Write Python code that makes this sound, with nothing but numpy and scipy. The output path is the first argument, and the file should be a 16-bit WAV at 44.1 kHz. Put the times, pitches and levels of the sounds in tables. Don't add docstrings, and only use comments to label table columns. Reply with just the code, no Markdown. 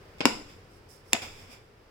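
import sys
import numpy as np
from scipy import signal
from scipy.fft import rfft, irfft
from scipy.io import wavfile

SR = 44100
rng = np.random.default_rng(int(sys.argv[2]) if len(sys.argv) > 2 else 0)


def transcribe(u):
    v = np.clip(np.atleast_2d(u).T, -1, 1)
    q = np.round(v * 32767).astype(np.int16)
    wavfile.write(sys.argv[1], SR, q)


N = 83790
T = np.arange(N) / SR
BIN_HZ = np.arange(N // 2 + 1) * SR / N


def from_db(db):
    return 10 ** (np.asarray(db) / 20)


def at_hz(table, hz):
    table_hz, values = np.transpose(table)
    return np.interp(np.log(np.maximum(hz, 1)), np.log(table_hz), values)


def pan(db):
    return from_db(np.array([[.5], [-.5]]) * db)


def pan_by_hz(x, pan_table):
    return irfft(rfft(x) * pan(at_hz(pan_table, BIN_HZ)), N)


def decay(t, t60):
    return (t >= 0) * np.exp(-np.log(1000) * np.maximum(t, 0) / t60)


def swells(rows):
    return sum(from_db(db) * np.where(T < at, np.exp(2 * np.minimum(T - at, 0) / rise), decay(T - at, t60))
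               for at, db, rise, t60 in rows)


def flicker(per_s):
    return np.interp(T * per_s, np.arange(8192), rng.standard_normal(8192))


def delayed(x, delay_s):
    return np.pad(x, ((0, 0), (int(delay_s * SR), N)))[:, :N]


def butter(x, hz, kind, order):
    return signal.lfilter(*signal.butter(order, min(hz, .45 * SR), kind, fs=SR), x)


# (frequency [Hz], left-right correlation [0-1])
COHERENCE = [(50, .92), (300, 0.98), (800, 0.18), (2000, 0.033), (15000, .05)]

def noise(spectrum):
    alike = np.clip(at_hz(COHERENCE, BIN_HZ), 0, 1)
    mid, side = rfft(rng.standard_normal((2, N)))
    stereo = np.sqrt(1 + alike) * mid + np.sqrt(1 - alike) * side * [[1], [-1]]
    x = irfft(from_db(at_hz(spectrum, BIN_HZ)) * stereo, N)
    return x / x.std()


# (frequency [Hz], relative level [dB])
AIR_SPECTRUM = [(15, -29.5), (25, -9.5), (91, -7.5), (113, -7), (178, -14.5), (260, -17.5), (410, -10.5),
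                (582, -16), (666, -19.5), (970, -20), (2170, -24.5), (4150, -33.5), (5010, -29),
                (6550, -41.5), (15500, -46)]
# (frequency [Hz], left-right [dB])
AIR_BALANCE = [(60, -2), (300, 3.5), (1200, 1), (3000, -3.5), (5000, 0), (7500, -10.5), (12000, 2)]
# (time [s], level [dB])
AIR_ENVELOPE = [(0, -51.5), (.6, -53.5), (1.0, -55.5), (1.5, -54), (1.7, -56.5), (1.9, -57)]

def room_air():
    level_db = np.interp(T, *np.transpose(AIR_ENVELOPE))
    return from_db(level_db) * pan_by_hz(noise(AIR_SPECTRUM), AIR_BALANCE)


# (time [s], level [dB])
HUM_ENVELOPE = [(0, -58.5), (.6, -59), (.9, -65), (1.45, -57.5), (1.56, -93), (1.9, -80)]

def hum(hz=89.2):
    level_db = np.interp(T, *np.transpose(HUM_ENVELOPE))
    return from_db(level_db) * np.sqrt(2) * np.sin(2 * np.pi * hz * T + .5 * flicker(per_s=6.1))


# (peak time [s], level [dB], rise [s], t60 [s])
RUB_SWELLS = [(.184, -52, 0.0016, .06), (.195, -54.5, 0.0023, 0.066), (.5, -52, 0.038, 0.41),
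              (1.219, -37.5, 0.0022, 0.36), (1.42, -53, 0.36, 0.33), (1.533, -50, 0.068, 0.31)]
# (frequency [Hz], relative level [dB])
RUB_SPECTRUM = [(150, -1), (500, 0), (1900, -5.5), (2350, 4), (3000, -6), (3500, 0.5), (4150, -15.5),
                (5050, 1.5), (6200, -13.5), (7300, -8), (10000, -19.5), (15500, -21)]

def casing_rub(grain_db=1):
    grain = from_db(grain_db * flicker(per_s=1100))
    return pan(db=-1.5) * swells(RUB_SWELLS) * grain * noise(RUB_SPECTRUM)


# (frequency [Hz], gain [dB])
ROOM_SPECTRUM = [(100, -6), (270, -3), (550, 1), (950, -3), (1500, 1.8), (2600, -1), (5000, 0.44),
                 (7500, -1), (14000, -4)]
# (frequency [Hz], t60 [s])
ROOM_DECAY = [(100, 0.59), (300, 0.55), (1200, 0.42), (5000, 0.46), (14000, 0.5)]

def room_response(early_db=-3.5, early_t60_s=.13, onset_s=.005):
    wash = rfft(noise([(1, .0028), (2, .016)])) * from_db(at_hz(ROOM_SPECTRUM, BIN_HZ))
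    centres_hz = np.geomspace(100, 14000, 8)
    out = 0
    for hz, weights in zip(centres_hz, np.eye(len(centres_hz))):
        band = irfft(wash * at_hz(np.c_[centres_hz, weights], BIN_HZ), N)
        fall = decay(T, at_hz(ROOM_DECAY, hz)) + from_db(early_db) * decay(T, early_t60_s)
        fall *= np.minimum(T / onset_s, 1) ** 2
        out += band * fall / np.sqrt(np.sum(fall ** 2))
    return out


# (frequency [Hz], t60 [s], shutting gain [dB], opening gain [dB], left-right [dB])
ARM_MODES = [(242.9, 0.064, -15.5, -24, 12), (292, 0.056, -13, -27, 0), (492, 0.017, -16, -41, 18),
             (710.5, 0.063, -35, -27.5, 3.5), (986, 0.019, -11.5, -22, 1.5),
             (1810, 0.0067, -32.5, -21.5, 32.5), (2294, 0.026, -18.5, -18, 16), (2548, 0.012, -15, -4, 7.5),
             (2796, 0.014, -17.5, -19.5, -22.5), (3494, 0.0056, -24, -1, 1),
             (5100, 0.0087, -9.5, -11.5, -2), (5500, .008, -25, -34, -25.5),
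             (7096, 0.0074, -20.5, -7, -21.5), (8070, .005, -18, -37.5, 3.5)]

def clacks(blows, crack_spectrum, crack_balance, echo_s, opening, right_lag_s=.00024, room_gap_s=.003):
    out, room = np.zeros((2, N)), room_response()
    t = T[:SR // 8] - np.array([[0], [right_lag_s]])
    ring = 0
    for k, (hz, t60, shut_db, open_db, pan_db) in enumerate(ARM_MODES):
        polarity = (-1) ** (k // 2 + 1)
        gain = from_db(open_db if opening else shut_db) * pan(pan_db)
        ring += polarity * gain * decay(t, t60) * np.sin(2 * np.pi * hz * t)
    for at, db, contact_hz, echo_db, room_db, crack_db, crack_t60 in blows:
        burst = pan_by_hz(noise(crack_spectrum), crack_balance)[:, :t.shape[1]]
        crack = from_db(crack_db) * decay(t, crack_t60) * burst
        radiated = np.array([crack + ring, crack + from_db(-1) * ring])
        softened = butter(radiated, contact_hz, "low", order=2)
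        direct, room_send = from_db(db) * butter(softened, hz=199, kind="high", order=3)
        echo = from_db(echo_db) * butter(direct, hz=1400, kind="low", order=1)
        tail = from_db(room_db) * signal.fftconvolve(room_send, room, axes=1)
        out += delayed(direct, at) + delayed(echo, at + echo_s) + delayed(tail, at + room_gap_s)
    return out


# (time [s], gain [dB], contact cut-off [Hz], echo [dB], room [dB], crack [dB], crack t60 [s])
SHUT_BLOWS = [(.2054, -19.5, 3730, -9, -3.5, 0.5, 0.036), (.2115, -27, 4550, -16, -6.5, 2, 0.031),
              (.2544, -1, 14600, -7.5, -7, -7.5, 0.019)]
# (frequency [Hz], relative level [dB])
SHUT_SPECTRUM = [(100, -7.5), (380, -3.5), (620, 5), (950, 2.5), (1350, -3.5), (1900, -2), (3200, 3),
                 (4200, -6), (5200, 1.5), (6200, -11), (7300, -9), (10000, -12), (15500, -19.5)]
# (frequency [Hz], left-right [dB])
SHUT_BALANCE = [(300, 4), (1200, -2), (2500, -2.5), (5000, 1), (7500, -5.5), (13000, -5.5)]

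def clap_shut():
    return clacks(SHUT_BLOWS, SHUT_SPECTRUM, SHUT_BALANCE, echo_s=.0074, opening=False)


# (time [s], level [dB], pitch [Hz], t60 [s])
HANDLE_KNOCKS = [(.2054, -25.5, 173, 0.033), (.247, -32.5, 266, 0.075), (1.1319, -27.5, 130, 0.016),
                 (1.144, -26.5, 253.5, 0.03), (1.146, -28.5, 679, .06), (1.492, -44.5, 259.2, 0.069)]

def handle_knocks():
    knocks = sum(-from_db(db) * decay(T - at, t60) * np.sin(2 * np.pi * hz * (T - at))
                 for at, db, hz, t60 in HANDLE_KNOCKS)
    return pan(db=7) * butter(knocks, hz=108, kind="high", order=2)


# (peak time [s], level [dB], rise [s], t60 [s])
PUFF_SWELLS = [(.34, -50.5, .03, 0.85), (1.28, -51, 0.032, 0.46), (1.381, -61, .03, .4)]
# (frequency [Hz], relative level [dB])
PUFF_SPECTRUM = [(20, -0.5), (45, -10.5), (100, -16), (200, -33.5), (1000, -61)]

def air_puffs():
    return swells(PUFF_SWELLS) * noise(PUFF_SPECTRUM)


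# (time [s], level [dB], rise [s], hold [s], release [s])
HAIR_STROKES = [(0.688, -69.5, 0.026, 0.065, 0.031), (0.88, -58, 0.019, 0.024, 0.11),
                (1.024, -61, 0.1, 0.061, 0.026), (1.336, -64.5, 0.04, 0.057, 0.044),
                (1.494, -58, 0.023, 0.011, 0.042)]
# (frequency [Hz], relative level [dB])
HAIR_SPECTRUM = [(1500, -15), (4200, -7.5), (5300, 11), (6300, -3), (8000, 1), (10500, -2), (15500, -8.5)]

def hair_swish(grain_db=2):
    strokes = sum(from_db(db) * np.interp(T, at + np.cumsum([0, rise, hold, release]), [0, 1, 1, 0])
                  for at, db, rise, hold, release in HAIR_STROKES)
    grain = from_db(grain_db * flicker(per_s=1200))
    return pan(db=-7.5) * strokes * grain * noise(HAIR_SPECTRUM)


# (time [s], gain [dB], contact cut-off [Hz], echo [dB], room [dB], crack [dB], crack t60 [s])
OPEN_BLOWS = [(1.1247, -37.5, 3000, -16, 16.5, 6, 0.018), (1.1319, -4.5, 18080, -17, -14.5, -2, 0.0075),
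              (1.1505, -24, 4500, -0.5, -4.5, -1.5, 0.028)]
# (frequency [Hz], relative level [dB])
OPEN_SPECTRUM = [(100, -5.5), (350, 3), (750, 4.5), (1500, -7), (2600, 6.5), (3500, -2), (4200, -8.5),
                 (5200, 7.5), (6200, -5.5), (7500, 6.5), (10000, -9), (15500, -8.5)]
# (frequency [Hz], left-right [dB])
OPEN_BALANCE = [(300, 6), (1200, 1), (2500, 5.5), (5000, -5.5), (7500, -5), (13000, 1)]

def snap_open():
    return clacks(OPEN_BLOWS, OPEN_SPECTRUM, OPEN_BALANCE, echo_s=.0147, opening=True)


def scene():
    plates = clap_shut() + snap_open()
    handling = casing_rub() + handle_knocks() + air_puffs()
    return plates + handling + hair_swish() + room_air() + hum()


def record(dry, ceiling=.85, cutoff_hz=16300):
    rounded = ceiling * np.tanh(dry / ceiling)
    return signal.sosfilt(signal.ellip(10, .05, 70, cutoff_hz, fs=SR, output="sos"), rounded)


dry = scene()
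out = record(dry)
transcribe(out)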